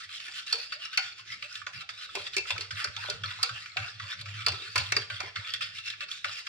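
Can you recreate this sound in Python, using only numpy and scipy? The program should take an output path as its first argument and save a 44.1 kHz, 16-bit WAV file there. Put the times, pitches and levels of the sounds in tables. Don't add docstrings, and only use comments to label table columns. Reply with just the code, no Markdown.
import sys
import numpy as np
from scipy import signal
from scipy.fft import rfft, irfft
from scipy.io import wavfile
from scipy.ndimage import uniform_filter1d

SR = 44100
rng = np.random.default_rng(int(sys.argv[2]) if len(sys.argv) > 2 else 0)


def waveform_to_disk(signal):
    frames = np.transpose(np.atleast_2d(signal))
    scaled = np.clip(frames, -1, 1) * 32767
    samples = np.round(scaled).astype(np.int16)
    wavfile.write(sys.argv[1], SR, samples)


N = 285768

# hardest_press_s, level_db, swell_s, fade_s
STROKES = [(0.031, -39, 0.39, 0.052), (.14, -37.5, 0.088, 0.092), (.26, -40, 0.15, 0.074),
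           (0.386, -33.5, 0.12, 0.075), (.5, -36.5, 0.057, 0.12), (.62, -37, 0.16, 0.085),
           (.75, -40.5, 0.12, 0.019), (.85, -32, 0.067, 0.044), (0.938, -33.5, 0.041, 0.038),
           (1.06, -36.5, 0.2, 0.12), (1.196, -39, 0.063, 0.039), (1.324, -37.5, 0.12, 0.055),
           (1.46, -43, 0.14, 0.02), (1.56, -36.5, 0.14, 0.089), (1.74, -38.5, 0.026, 0.14),
           (1.82, -37, 0.076, 0.01), (1.98, -43, 0.11, 0.085), (2.05, -35, 0.13, 0.022),
           (2.19, -39, 0.18, 0.15), (2.27, -38.5, 0.073, 0.02), (2.346, -38.5, 0.046, 0.02),
           (2.481, -35, 0.048, 0.082), (2.6, -41, 0.065, 0.15), (2.804, -31, 0.091, 0.09),
           (3.03, -36.5, 0.16, 0.26), (3.31, -34.5, 0.1, 0.068), (3.41, -41, 0.18, 0.26),
           (3.55, -40.5, 0.043, 0.34), (3.66, -47, 0.24, 0.036), (3.848, -35.5, 0.13, 0.14),
           (4.035, -40, 0.092, 0.17), (4.125, -35.5, 0.083, 0.06), (4.2, -40.5, 0.072, 0.032),
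           (4.28, -39.5, 0.046, 0.18), (4.41, -35, 0.12, 0.093), (4.54, -40, 0.06, 0.17),
           (4.676, -36, 0.16, 0.066), (4.83, -37.5, 0.27, 0.3), (5.02, -44, .08, 0.043),
           (5.14, -39, 0.07, 0.26), (5.27, -40.5, 0.15, 0.059), (5.398, -41, 0.078, 0.022),
           (5.49, -36.5, 0.15, 0.11), (5.645, -38.5, 0.053, 0.11), (5.781, -37, 0.1, 0.064),
           (5.867, -34.5, 0.056, 0.11), (6.041, -36, 0.071, 0.007), (6.121, -35, 0.054, 0.094),
           (6.33, -38, 0.18, 0.1), (6.391, -35, 0.11, 0.054), (6.475, -35, 0.032, .05)]
TURN_DB, STROKE_DROP_DB, STROKE_ROUND = -72, 22.5, 1.3
SLIPS_PER_S = 3500
SKID_DB, SKID_S = -7, 0.0097
# pitch_hz, density_db_per_hz
SCRAPE_SPECTRUM = [(300, -45), (1000, -50), (1200, -8), (1700, -5), (2600, -2.5), (3500, -1.5), (5000, 0.5),
                   (6200, -10), (8000, -13.5), (11000, -23), (16000, -45)]
# time_s, level_db
LOW_SCRAPE = [(0, 6), (.25, -5), (.5, -5), (.7, -4), (.9, 5), (1.1, -2), (1.35, 3), (1.65, -6), (1.9, 4),
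              (2.3, 7), (2.55, -7), (2.75, 11), (2.9, 4), (3.2, 8.5), (3.6, 12), (3.85, 8.5), (4.1, 6),
              (4.35, -4), (4.45, 7), (4.6, 0), (4.8, 9), (5.05, -1), (5.4, 10), (5.6, -8), (5.8, -13),
              (6.05, -1), (6.25, -9), (6.48, 10)]
# time_s, tilt_db_per_octave
BRIGHTNESS = [(0, 0), (.2, 1), (.4, 1), (.6, 0.5), (.8, -1.5), (1.0, -1.5), (1.2, -1), (1.4, 0), (1.6, -1),
              (1.8, -1), (2.0, -1.5), (2.3, 1), (2.6, -0.5), (2.9, -1), (3.2, -1), (3.5, 0), (3.7, -1),
              (4.0, -2), (4.2, -1.5), (4.4, -2), (4.7, -0.5), (5.0, 2), (5.2, -2.5), (5.4, -1.5),
              (5.6, -1.5), (5.8, 0), (6.0, -0.5), (6.2, 0.5), (6.48, 0)]
BRIGHT_DB, DULLING = -2.5, 0.12
EDGE_FOLLOWS, EDGE_HZ = 0.29, 6100
AIR_FOLLOWS, AIR_HZ = 0.95, 9200
WANDER_PER_S, NEIGHBOURS_ALIKE = 18.0, 0.45
TICKS_PER_S, TICK_DB, TICK_WIDTH_OCT = 45, -14, 0.14
STREAK_DB, STREAK_WIDTH_OCT, STREAK_RANGE_OCT = 8, 0.067, 0.557

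# at_1400_hz_db, at_2400_hz_db, at_3400_hz_db, at_4500_hz_db,
# at_6000_hz_db, at_10000_hz_db; last ring_freedom_db for the clear modes
TAPS = [(0.091, -31.5, -41, -11.5, -17, -15, -10, -34, -35, 4),
        (0.201, -31.5, -38, -16, -10, -7, -8, -20, -35, -3),
        (0.2804, -29, -38, -10.5, -2, -35, -21, -18, -26, 0),
        (0.4654, -29.5, -29.5, -11, -34, -9, -11, -12, -36, -10),
        (0.5259, -14, -18, -30, -24, -21, 0.5, -14.5, -19, 5),
        (0.587, -23, -39, -22, -30, -12.5, -14, -19, -32, -2.5),
        (0.629, -29, -38, -23, -34, -17, -3, -32, -37, -2),
        (0.7207, -25.5, -27, -4.5, -12.5, -12, -16, -26, -46, 3.5),
        (0.9298, -28, -37, -13, -28, -6, -11, -14, -43, -4),
        (0.9738, -11.5, -17, -18.5, -5, -32, -3, -9, -21.5, 1),
        (1.32, -29, -41, -9.5, -36, 1, -34, -29, -34, 3),
        (1.4233, -22.5, -28.5, -9, -4.5, -16, -13, -30, -36, -9),
        (1.5534, -23, -34, -31, -25, -8, -13, -18, -35, 2), (1.615, -37, -46, 4, -9, -25, -25, -28, -45, 0),
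        (1.6659, -22.5, -29.5, -3, -10, -10, -17, -18, -53, -5.5),
        (1.89, -24, -26.5, -7.5, -7, -16, -22, -17, -54, -10),
        (2.0888, -40, -49, 5.5, -14, -22, -21, -32, -46, -3),
        (2.152, -20, -27, -15, -7, -24, -6, -13.5, -18, 0.5),
        (2.195, -34, -47, -10, -2, -21, -25, -28, -36, -3),
        (2.2668, -27.5, -35, -14, -12, -4.5, -7, -28, -41, 0),
        (2.3336, -33.5, -29.5, -26, -14, 0, -6, -17, -38, 2),
        (2.3656, -15.5, -20.5, -54, -4, -36, -9, -12.5, -18, 5),
        (2.381, -21.5, -38, -31, -7, -22, -2, -10, -18, 4),
        (2.453, -31, -45, -2.5, -6, -20, -25, -28, -40, -6),
        (2.49, -33, -42, -25, -12, -3, -20, -23, -35, -6),
        (2.5045, -17.5, -23, -14.5, -2.5, -4.5, -11.5, -14, -26, -8.5),
        (2.5605, -32, -42, 3, -13, -22, -14, -18, -33, -4),
        (2.5792, -24, -42, -33, 0, -17, -11, -14, -27, -14),
        (2.608, -22.5, -25.5, -16, -17, -24, -3.5, -15, -26, 0.5),
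        (2.7067, -22, -23, -7, -10.5, -5.5, -31, -16, -46, -20),
        (2.8422, -16, -25, -14.5, -15.5, -31, -3, -11.5, -25, 2),
        (2.8712, -33.5, -34, 2, -3, -24, -9, -28, -22, -2),
        (2.9644, -24.5, -30, -9, -15, -7, -8, -14.5, -31, 1.5),
        (3.0343, -28.5, -41, 4, -28, -10, -24, -28, -27, -7),
        (3.0989, -18.5, -26, -22, -11.5, -18, -2, -11.5, -22, -4),
        (3.2356, -22, -27, -2.5, -21, -8.5, -14, -18, -58, 2.5),
        (3.4292, -11.5, -17.5, -24, -19, -21, -1, -15, -16, -7.5),
        (3.4905, -21.5, -32.5, -4.5, -13, -19, -28, -26, -28, -2),
        (3.6584, -34, -44, -0.5, -2, -4, -23, -19, -48, -21),
        (3.7687, -15, -24, -10, -6, -13, -13, -30, -34, -4),
        (3.8, -34, -37, -25, -24.5, -5, -10, -25, -35, -7),
        (3.997, -27.5, -31, -2, -11.5, -16, -22, -32, -43, -4),
        (4.107, -29.5, -41, -12, -21, -0.5, -41, -17, -24, -6),
        (4.211, -27, -36, -10, -17, -4, -5, -21, -20, -17),
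        (4.2563, -32, -31.5, -7, -11, -20, -24, -28, -30, 2),
        (4.4634, -11, -16, -11.5, -13, -23, -3, -17.5, -21, -0.5),
        (4.4833, -14.5, -30, -41, -21, -31, -0.5, -18, -23, -9),
        (4.52, -25, -42, -31, -3, -20, -8, -15, -27, -3),
        (4.7574, -9.5, -20, -6.5, -7, -23, -7, -18.5, -22.5, -7),
        (4.7785, -17, -19.5, -45, -9, -29, 0, -9, -19, 4),
        (4.86, -33, -45, -25, -25, -5, -10, -25, -37, -4),
        (4.9208, -11, -25, -9, -6, -18, -12.5, -11.5, -25, -7),
        (4.9657, -14.5, -22.5, -7, -3.5, -26, -2, -12.5, -21, -5.5),
        (5.1, -21, -28.5, -9.5, -16.5, -5, -29, -28, -36, -7),
        (5.2026, -21.5, -26, -2.5, -5.5, -35, -5, -13, -30, -10),
        (5.357, -20, -24, -6.5, -16, -8, -19, -32, -46, -3.5),
        (5.5366, -18.5, -21, -18, -21, -13, -6, -18, -21, 0),
        (5.6072, -30.5, -25.5, -9.5, -11, -16, -25, -32, -42, 5),
        (5.6215, -22, -26, -22, -24, -7, -16, -21, -41, -1),
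        (5.7832, -34, -36, -7, -26, -1, -10, -22, -25, 2),
        (5.877, -32, -42, -40, -25, 1, -8, -16, -32, -15),
        (5.901, -30, -27, -33, -26, -0.5, -8, -17, -25, -3),
        (5.9333, -34, -42, 0, 0, -18, -23, -29, -36, -4),
        (6.0062, -21.5, -28.5, -8, -10, -11, -13, -23, -55, -4.5),
        (6.0856, -33, -42, -13, -13, -16, -4, -35, -45, 5),
        (6.114, -27.5, -46, -35, -18, 1, -13, -13, -18, -2.5),
        (6.244, -18.5, -24, -3, -4, -11, -15, -30, -52, -8.5),
        (6.292, -27, -40, -9, -23, -17, -5, -27, -41, 2),
        (6.4672, -25, -33, -13, -8, -7, -39, -21, -34, -4)]
KNOCK_HZ = [1400, 2400, 3400, 4500, 6000, 10000, 16000]
# start_s, peak_db, then relative to it deep_db, middle_db, upper_db
THUDS = [(0.286, -50, -30, -39, 4.5), (0.524, -37.5, -9, -14, 3), (0.558, -43.5, -9, -15, 2.5),
         (.722, -51.5, -32, -2, -20), (0.752, -58, -21, -6, -1), (0.978, -33, -11, -19, 3.5),
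         (1.425, -57, -27, -1, -4), (1.667, -39.5, -11, -19.5, -2.5), (1.825, -46, -18, -21, -10),
         (1.887, -52, -34, -8, 3), (2.15, -26.5, 12, -23, -1), (2.2, -36, -3, -9, -17),
         (2.26, -53, -20, -3, 3), (2.365, -30.5, 13.5, -33, -3.5), (2.419, -49, -9, -17, -16),
         (2.459, -48, -16, -13, -7), (2.503, -30, -35, -13.5, 2.5), (2.56, -43, -4, -13, -6),
         (2.581, -31, 2, -27, -19), (2.612, -40, 3, -22, -3), (2.706, -57, -23, -9, -8),
         (2.842, -44, -13, 0, -1.5), (2.97, -46.5, -31, -26, 7.5), (3.048, -41, -29, -30, 7.5),
         (3.085, -32, 3, -10, -2.5), (3.238, -53, -43, 5, -13), (3.309, -54, -36, -17, -2),
         (3.386, -53.5, -43, -25, 13.5), (3.432, -32.5, -6, -29, -3.5), (3.549, -53.5, -34, -21, 9),
         (3.763, -38, -51, -9, -3), (3.84, -47, -35, -20, -1), (4.059, -62, -25, -7, -11),
         (4.218, -52, -9, -11, -3), (4.468, -30.5, 6.5, -11, 2), (4.52, -32, 6, -28, -9),
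         (4.596, -43.5, 14, -27, -28), (4.755, -27, -1, -18, -1), (4.8, -33, -7, -19, 1.5),
         (4.92, -31.5, 2, -17, -0.5), (4.965, -30.5, 19.5, -27, -3), (5.029, -51, -9, -1, -14),
         (5.097, -50.5, -28, 0, 3), (5.2, -43.5, -20, -3, 13.5), (5.235, -33, -2, -15, -7),
         (5.379, -69, -27, -4, -16), (5.538, -54, -6, -7, -21), (5.626, -58, -27, 4, -21),
         (6.01, -48.5, -21, -4, -10), (6.245, -46, -45, -9, 3), (6.299, -50, -33, -25, 3),
         (6.406, -56, -32, -26, 5)]
THUD_HZ = [400, 580, 800, 1000, 1150]
TAP_SPREAD_S, THUD_SPREAD_S = 0.0033, 0.012
STIFF_HZ = 1100

# pitch_hz, level_over_dense_modes_db, t60_s
BOWL = [(376, -32.5, 0.029), (399, -16.5, 0.038), (415, -23, 0.041), (550, -11, 0.067), (664, -16, 0.041),
        (830, -16, 0.074), (945, -11, 0.029), (467, -11, 0.056), (593.5, -9, 0.13), (690, -9.5, 0.061),
        (774, -12.5, 0.063), (900, -16, 0.053), (1020, -8, 0.069), (1150, -2, 0.056), (1315, 5.5, 0.11),
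        (1464, 10, 0.032), (1554, 4, 0.046), (1751, 6, 0.062), (1970, -10, 0.021), (2250, -2.5, 0.081),
        (2384, 4, 0.065), (2526, 3, 0.028), (2660, 6.5, 0.073), (2728, 6, 0.052), (3270, 7.5, 0.021),
        (3500, 5.5, 0.044), (3655, 1, 0.071), (4225, -9.5, 0.076), (4420, -6, 0.038), (4430, -10.5, 0.032),
        (4700, -24.5, 0.027)]
DENSE_T60_S = 0.036
# pitch_hz, t60_s
RIM = [(1300, 0.12), (1440, 0.4), (1550, 0.1), (1830, 0.39), (2228, 0.29), (2405, 0.14), (2645, 0.076),
       (2733, 0.23), (4450, 0.16), (4515, 0.19), (4630, 0.083)]
# start_s, then level_db for each rim mode in turn
RIM_KNOCKS = [(0.5258, -63, -66, -60, -47, -59, -65, -51, -51, -27.5, -29, -54),
              (0.7217, -47, -55, -69, -49, -47, -50, -54, -61, -52, -55, -65),
              (0.9737, -58, -40, -62, -55, -40, -33, -41, -32.5, -26, -31.5, -34),
              (2.152, -60, -63, -62, -66, -49, -39, -45, -45, -49, -56, -48),
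              (2.3664, -65, -55, -58, -61, -51, -41, -39, -52, -41, -45, -41),
              (2.381, -65, -58, -58, -63, -45, -31, -41, -40, -58, -54, -50),
              (2.5047, -61, -62, -61, -60, -57, -43, -44, -39, -49, -57, -46),
              (2.7072, -59, -54, -34, -59, -64, -50, -60, -63, -55, -55, -60),
              (2.843, -44, -48, -36, -58, -50, -48, -51, -51, -45, -51, -43),
              (2.964, -44, -49, -50, -57, -63, -63, -60, -51, -65, -59, -59),
              (3.0985, -55, -47, -54, -52, -55, -52, -44, -44, -41, -44, -35),
              (3.236, -40, -56, -44, -61, -63, -57, -59, -62, -58, -63, -61),
              (3.429, -70, -59, -58, -56, -54, -40, -54, -35.5, -44, -49, -59),
              (3.4903, -54, -48, -36, -63, -60, -66, -53, -52, -53, -65, -67),
              (3.77, -49, -43, -31, -63, -40, -56, -48, -55, -63, -62, -59),
              (4.4642, -46, -43, -53, -49, -58, -44, -28, -39, -33, -40, -42),
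              (4.4845, -62, -56, -50, -59, -57, -41, -34, -38, -39, -40, -46),
              (4.7567, -44, -38, -45, -52, -38, -38, -38, -35, -32, -38, -35),
              (4.7781, -49, -55, -54, -58, -38, -44, -37, -44, -42, -45, -49),
              (4.923, -58, -55, -54, -55, -35, -39, -54, -62, -42, -49, -54),
              (4.9658, -42, -43, -45, -62, -45, -45, -48, -47, -56, -52, -48),
              (5.099, -62, -43, -32, -60, -64, -54, -45, -50, -49, -47, -46),
              (5.2025, -50, -52, -51, -46, -51, -51, -45, -57, -52, -52, -65),
              (5.3578, -57, -51, -37, -48, -64, -60, -56, -60, -47, -49, -47),
              (5.6072, -36.5, -54, -60, -41, -66, -60, -51, -37, -48, -61, -50),
              (6.0082, -53, -50, -48, -49, -47, -56, -55, -61, -54, -56, -66),
              (6.244, -45, -44, -54, -44, -51, -58, -39, -48, -58, -60, -64)]
RIM_SPLIT_HZ, RIM_TWIN_DB = 21.8, -13
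# pitch_hz, left_over_right_db
LEFT_OVER_RIGHT = [(300, 15), (550, -4.5), (1650, -0.5), (4970, -1), (9000, -7.5), (12000, -6.5),
                   (16000, -34)]
# pitch_hz, phase_rad
PHASE_APART = [(300, 0.47), (700, 1.52), (2000, 1.365), (5000, 1.622), (16000, 1.1)]

# start_s, relative_level_db, starting_pitch_hz, t60_s
SLOPS = [(0.528, -41.5, 428, 0.16), (.725, -55, 555, 0.32), (0.861, -61, 925, 0.17),
         (1.18, -45, 1026, 0.11), (1.425, -55.5, 554, 0.2), (1.68, -63, 725, 0.38), (1.82, -61, 717, .2),
         (2.155, -39, 380, 0.13), (2.365, -34, 368, 0.15), (2.44, -56, 920, .2), (2.58, -55, 373, 0.47),
         (2.72, -61, 584, 0.45), (2.8, -53.5, 810, .25), (2.84, -53, 389, 0.2), (2.965, -51.5, 880, 0.38),
         (3.083, -46, 388, 0.34), (3.239, -54, 950, 0.2), (3.299, -52, 945, 0.3), (3.388, -42, 988, 0.16),
         (3.43, -52, 455, 0.3), (3.52, -64, 610, 0.31), (3.76, -28, 711, 0.083), (3.84, -52, 682, 0.19),
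         (4.01, -54, 960, 0.56), (4.06, -53, 580, 0.1), (4.09, -46, 980, 0.1), (4.21, -68, 569, 0.97),
         (4.299, -63, 910, 0.36), (4.36, -71.5, 316, 0.65), (4.601, -55, 344, 0.36),
         (4.964, -40.5, 367, 0.18), (5.229, -37, 377, 0.089), (5.38, -63, 546, 0.37),
         (5.41, -49, 940, 0.13), (5.541, -52.5, 463, 0.1), (5.62, -53, 520, 0.1), (6.01, -52.5, 535, 0.19),
         (6.25, -46, 564, 0.15)]
SLOP_RISE_OCT_PER_S, SLOP_ATTACK_S = 3.26, 0.02
SLOP_WOBBLE_HZ, SLOP_ROUGH = 100, 1.5
SLOP_LAG_S = 0.00025
GULPS_PER_S, GULP_DB, GULP_T60_S, GULP_FOLLOWS = 22, -63.5, 0.15, 0.58

# peak_s, level_db, fall_s
ROCKING = [(0.078, -68, 0.08), (0.768, -77, 0.072), (0.85, -73, 0.052), (1.06, -68, 0.052),
           (1.227, -65.5, 0.097), (1.315, -59, 0.095), (1.433, -66, 0.073), (1.62, -69.5, 0.22),
           (1.773, -51, 0.045), (1.933, -64, 0.075), (2.212, -56, .06), (2.374, -62, 0.2),
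           (2.546, -45, 0.049), (2.626, -53, 0.12), (2.741, -44.5, 0.08), (2.888, -43.5, 0.04),
           (2.998, -52.5, 0.15), (3.137, -45, 0.095), (3.242, -44, 0.11), (3.274, -44, 0.046),
           (3.401, -52.5, 0.056), (3.524, -46.5, 0.055), (3.61, -62, 0.23), (3.811, -40, 0.067),
           (3.959, -53.5, 0.072), (4.039, -45.5, 0.061), (4.206, -46, 0.065), (4.295, -42.5, 0.14),
           (4.373, -45.5, 0.21), (4.512, -40, 0.095), (4.698, -56.5, 0.05), (4.799, -35, 0.066),
           (4.928, -45.5, 0.18), (5.006, -44.5, 0.038), (5.137, -45, 0.047), (5.234, -49.5, 0.11),
           (5.392, -42.5, 0.038), (5.607, -61, 0.32), (5.763, -56, 0.08), (5.932, -67.5, 0.31),
           (6.285, -58, 0.083)]
REST_DB, JOLT_DROP_DB, JOLT_RISE = -79, 21, 0.74
# pitch_hz, width_hz, level_db
COUNTER = [(101.8, 18.3, 1.36), (162.4, 17.6, 0.5), (239, 57, -56)]
UPPER_DB, UPPER_FOLLOWS = -19, 0.49
# peak_s, extra_db, length_s
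UPPER_JOLTS = [(1.78, 16, 0.083)]

KITCHEN_T60_S, KITCHEN_DB, WALL_LOW_HZ, WALL_CUT_HZ = 0.38, -14, 445, 6600
# pitch_hz, density_db_per_hz
ROOM_TONE = [(15, -31), (25, -9), (55, -13), (98, -5), (240, -16), (500, -13.5), (870, -17), (2000, -30),
             (8000, -58), (16000, -64)]
ROOM_TONE_DB = -70
CUTOFF_HZ = 16200


def from_db(db):
    return 10 ** (np.asarray(db) / 20)


def rms_one(x):
    return x / np.sqrt(np.mean(x ** 2) + 1e-20)


def at_hz(points, hz):
    points = np.array(points)
    return np.interp(np.log(hz), np.log(points[:, 0]), points[:, 1])


def drift(rate):
    steps = rng.standard_normal(4000)
    return np.interp(np.arange(N) / SR * rate, np.arange(len(steps)), steps)


def shaped(x, spectrum):
    hz = np.maximum(np.fft.rfftfreq(x.shape[-1], 1 / SR), 1)
    return irfft(rfft(x) * from_db(at_hz(spectrum, hz)), x.shape[-1])


def swells(s, peak_db, rise_s, fall_s, drop_db, roundness, rest_db):
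    t = np.arange(0, N / SR + .001, .001)[:, None] - s
    away = np.where(t < 0, -t / np.abs(rise_s), t / np.abs(fall_s))
    swell_db = peak_db - drop_db * np.minimum(away, 9) ** roundness
    power = from_db(2 * swell_db).sum(axis=1) + from_db(2 * rest_db)
    return np.interp(np.arange(N) / SR * 1000, np.arange(len(t)), 10 * np.log10(power))


def decay_per_sample(t60):
    return from_db(-60 / (t60 * SR))


def resonate(force, hz, t60):
    r, w = decay_per_sample(t60), 2 * np.pi * hz / SR
    return signal.lfilter([0, np.sin(w)], [1, -2 * r * np.cos(w), r * r], force)


def add_to_microphones(out, sound, hz, phase_scale=1.0):
    w = 2 * np.pi * hz / SR
    first = rng.integers(2)
    lag = max(1, round(at_hz(PHASE_APART, hz) * phase_scale / w))
    lean = from_db(at_hz(LEFT_OVER_RIGHT, hz) / 2)
    gains = [lean, 1 / lean]
    out[first] += gains[first] * sound
    out[1 - first, lag:] += gains[1 - first] * sound[:N - lag]


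def bowl():
    modes = all_modes(count=84)
    knock_db, thud_db = blow_colours()
    knocks = contacts(TAPS, TAP_SPREAD_S, count=16, fade_db=-7.0, first_db=-2.5), knock_db, KNOCK_HZ
    thuds = contacts(THUDS, THUD_SPREAD_S, count=12, fade_db=-0.5, first_db=2.5), thud_db, THUD_HZ
    out = np.zeros((2, 2, N))
    for k, force in scrape_forces(modes):
        hz, level_db, t60 = modes[k]
        high = int(hz > STIFF_HZ)
        (at, size), colours, colour_hz = knocks if high else thuds
        blow_db = np.array([np.interp(np.log(hz), np.log(colour_hz), c) for c in colours]) + level_db
        if high and k < len(BOWL):
            blow_db = blow_db + np.array(TAPS)[:, 9]
        blow_db = blow_db + rng.normal(0, 2.84, len(at))
        np.add.at(force, at, size * rng.choice([-1, 1], at.shape) * from_db(blow_db)[:, None])
        sound = resonate(force, hz, t60)
        add_to_microphones(out[high], sound, hz, phase_scale=rng.uniform(0.77, 1.176))
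    low_band = signal.butter(3, [290, 1150], "band", fs=SR, output="sos")
    high_band = signal.cheby1(8, .5, 1150, "high", fs=SR, output="sos")
    return signal.sosfilt(low_band, out[0]) + signal.sosfilt(high_band, out[1])


def all_modes(count):
    hz = np.geomspace(1110, 15800, count)
    dense = np.column_stack([hz, 0 * hz, DENSE_T60_S * (3000 / hz) ** 0.2])
    return np.vstack([BOWL, dense])


def scrape_forces(modes):
    slip_at, slip_size, press_db = scrape_slips(SLIPS_PER_S, size_db=3.2)
    slip_s = slip_at / SR
    bright_db = BRIGHT_DB - DULLING * press_db + np.interp(slip_s, *np.transpose(BRIGHTNESS))
    low_db = np.interp(slip_s, *np.transpose(LOW_SCRAPE))
    share_db = at_hz(SCRAPE_SPECTRUM, modes[:, 0]) + 10 * np.log10(modes[:, 0]) + modes[:, 1]
    share_db[:len(BOWL)] -= 3.2
    share_db -= 10 * np.log10(np.sum(from_db(2 * share_db)))
    ticks = np.flatnonzero(rng.random(len(slip_at)) < TICKS_PER_S / SLIPS_PER_S)
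    tick_hz = 1200 * 2 ** rng.uniform(0, 2.3, len(ticks))
    streak_hz = [hz * 2 ** (STREAK_RANGE_OCT * drift(rate=7)[slip_at]) for hz in (1500, 2500, 4000)]
    wander = rng.standard_normal(int(N / SR * WANDER_PER_S) + 2)
    for k in np.argsort(modes[:, 0]):
        hz, _, t60 = modes[k]
        fresh = rng.standard_normal(len(wander))
        wander = NEIGHBOURS_ALIKE * wander + np.sqrt(1 - NEIGHBOURS_ALIKE ** 2) * fresh
        spot = np.interp(slip_s * WANDER_PER_S, np.arange(len(wander)), wander)
        place_db = -4.5 + 3.47 * (2000 / hz) ** 0.09 * spot
        for line_hz in streak_hz:
            place_db = place_db + STREAK_DB * np.exp(-(np.log2(hz / line_hz) / STREAK_WIDTH_OCT) ** 2)
        sizzle_db = EDGE_FOLLOWS * np.maximum(press_db, -25) * max(np.log2(hz / EDGE_HZ), 0)
        air_db = AIR_FOLLOWS * np.clip(press_db, -25, 0) * max(np.log2(hz / AIR_HZ), 0)
        lowest_db = low_db * np.clip(np.log(1500 / hz) / 0.23, 0, 1)
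        tilt_db = bright_db * np.log2(hz / 2500)
        slip_db = share_db[k] + tilt_db + place_db + sizzle_db + air_db + lowest_db
        slip_gain = from_db(slip_db) * np.sqrt(2 * (1 - decay_per_sample(t60) ** 2))
        force = np.full(N, 1e-18)
        force[slip_at] = slip_size * slip_gain * rng.standard_normal(len(slip_at))
        off_pitch_db = 10 * (np.log2(hz / tick_hz) / TICK_WIDTH_OCT) ** 2
        tick_gain = from_db(TICK_DB + at_hz(SCRAPE_SPECTRUM, hz) - off_pitch_db)
        force[slip_at[ticks]] += slip_size[ticks] * tick_gain * rng.standard_normal(len(ticks))
        yield k, force


def scrape_slips(per_s, size_db):
    level_db = swells(*np.transpose(STROKES), STROKE_DROP_DB, STROKE_ROUND, TURN_DB)
    press_db = level_db + 36
    rows = np.array(TAPS)
    taps = np.zeros(N)
    taps[(rows[:, 0] * SR).astype(int)] = from_db(2 * (rows[:, 2] + SKID_DB))
    skid_power = signal.lfilter([1], [1, -np.exp(-1 / (SKID_S * SR))], taps)
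    level_db = 10 * np.log10(from_db(2 * level_db) + skid_power)
    at = np.flatnonzero(rng.random(N) < per_s / SR)
    size = from_db(size_db * np.minimum(rng.exponential(1, len(at)), 4))
    size = size / np.sqrt(np.mean(size ** 2) * per_s / SR)
    chatter_db = 1.35 * drift(45)
    return at, size * from_db((level_db + chatter_db)[at]), press_db[at]


def contacts(rows, spread_s, count, fade_db, first_db):
    late = rng.exponential(1, (len(rows), count))
    late[:, 0] = 0
    at = ((np.array(rows)[:, :1] + late * spread_s) * SR).astype(int)
    return np.minimum(at, N - 1), from_db(fade_db * late + first_db * (late == 0)) / np.sqrt(count)


def blow_colours():
    taps = np.array(TAPS)
    per_mode_db = [-12.0, -8.0, -6.5, -2.5, -5.5, -9.5, -31.0]
    knock = taps[:, 1:2] + taps[:, [3, 4, 5, 6, 7, 8, 8]] + per_mode_db
    _, peak, deep, middle, upper = np.transpose(THUDS)
    colour = np.column_stack([deep + 0.12, middle + 7.1, upper + 2.6, upper + 1.7, upper + 3.0])
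    return knock, peak[:, None] + colour


def rim():
    rows, out = np.array(RIM_KNOCKS), np.zeros((2, N))
    late_s = rng.uniform(.001, .004, (len(rows), 2 * len(RIM)))
    for k, (mode_hz, t60) in enumerate(RIM):
        for twin in range(2):
            ring_hz = mode_hz + twin * RIM_SPLIT_HZ * rng.uniform(-1.39, 1.13)
            at = ((rows[:, 0] + late_s[:, 2 * k + twin]) * SR).astype(int)
            force = np.full(N, 1e-18)
            force[at] = from_db(rows[:, 1 + k] + twin * RIM_TWIN_DB)
            add_to_microphones(out, resonate(force, ring_hz, t60), mode_hz)
    return signal.sosfilt(signal.butter(6, STIFF_HZ, "high", fs=SR, output="sos"), out)


def slops():
    out, t = np.zeros(N + SR), np.arange(int(.2 * SR)) / SR
    for s, level_db, hz, t60 in np.vstack([SLOPS, gulps()]):
        steps = rng.standard_normal((2, 40))
        wobble = [np.interp(t * SLOP_WOBBLE_HZ, np.arange(40), step) for step in steps]
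        phase = 2 * np.pi * np.cumsum(hz * 2 ** (SLOP_RISE_OCT_PER_S * t)) / SR
        steady = (1 + SLOP_ROUGH * wobble[0]) * np.sin(phase)
        tone = steady + SLOP_ROUGH * wobble[1] * np.cos(phase)
        attack = 1 - np.exp(-t / SLOP_ATTACK_S)
        end_fade = np.cos(np.pi / 2 * t / t[-1])
        start = int(s * SR)
        out[start:start + len(t)] += attack * from_db(level_db - 60 * t / t60) * end_fade * tone
    late = np.pad(out, (int(SLOP_LAG_S * SR), 0))
    return np.array([out[:N], late[:N]]) * from_db([[0.6], [-0.6]])


def gulps():
    draw = rng.random((int(GULPS_PER_S * N / SR), 3))
    s = draw[:, 0] * N / SR
    effort_db = GULP_FOLLOWS * (np.interp(s, *np.transpose(ROCKING)[:2]) + 48)
    level_db = GULP_DB + effort_db - 8.4 * draw[:, 1]
    return np.column_stack([s, level_db, 330 * 2 ** (1.7 * draw[:, 2]), GULP_T60_S + 0 * s])


def counter():
    s, jolt_db, length = np.transpose(ROCKING)
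    level_db = swells(s, jolt_db, JOLT_RISE * length, length, JOLT_DROP_DB, roundness=1.32, rest_db=REST_DB)
    upper_db = UPPER_DB - (1 - UPPER_FOLLOWS) * (level_db + 55)
    s, extra_db, length = np.transpose(UPPER_JOLTS)
    upper_db = upper_db + swells(s, extra_db, length, length, JOLT_DROP_DB, roundness=1.5, rest_db=0.5)
    mid, side = rng.standard_normal((2, N))
    push = mid + 0.13 * side * [[1], [-1]]
    hum = 0
    for k, (hz, width_hz, mode_db) in enumerate(COUNTER):
        r = np.exp(-np.pi * width_hz / SR)
        a = [1, -2 * r * np.cos(2 * np.pi * hz / SR), r * r]
        ring = rms_one(signal.lfilter([1, 0, -1], a, signal.lfilter([1, 0, -1], a, push)))
        swell = uniform_filter1d(ring[0] ** 2, size=1300)
        ring = rms_one(ring / (swell + 0.25) ** 0.5)
        hum = hum + from_db(mode_db + (k > 0) * (upper_db + 5.4 * drift(rate=39))) * ring
    hum = hum * from_db(level_db) * from_db([[-1.0], [1.0]])
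    return signal.sosfilt(signal.butter(2, 62.0, "high", fs=SR, output="sos"), hum)


def kitchen(x):
    t = np.arange(int(.5 * SR)) / SR
    onset = np.clip((t - .003) / 0.0029, 0, 1)
    tail = rng.standard_normal((2, len(t))) * from_db(-60 * t / KITCHEN_T60_S) * onset
    tail = signal.lfilter(*signal.butter(2, [WALL_LOW_HZ, WALL_CUT_HZ], "band", fs=SR), tail)
    tail = tail / np.sqrt(np.sum(tail ** 2, axis=1, keepdims=True))
    return from_db(KITCHEN_DB) * signal.fftconvolve(x, tail, axes=1)[:, :N]


def room_tone():
    mid, side = rng.standard_normal((2, N))
    tone = rms_one(shaped(mid + 0.63 * side * [[1], [-1]], ROOM_TONE))
    out, edges = 0, [10, 140, 260, 420, 620, 850, 1150, 19000]
    for low, high in zip(edges, edges[1:]):
        band = signal.sosfilt(signal.butter(2, [low, high], "band", fs=SR, output="sos"), tone)
        out = out + from_db(ROOM_TONE_DB + 5.0 * drift(rate=14)) * band
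    return out


def scene():
    steel = bowl() + rim() + slops()
    return steel + kitchen(steel) + counter() + room_tone()


def record(dry):
    return signal.sosfilt(signal.cheby2(16, 70, CUTOFF_HZ, fs=SR, output="sos"), dry)


dry = scene()
out = record(dry)
waveform_to_disk(out)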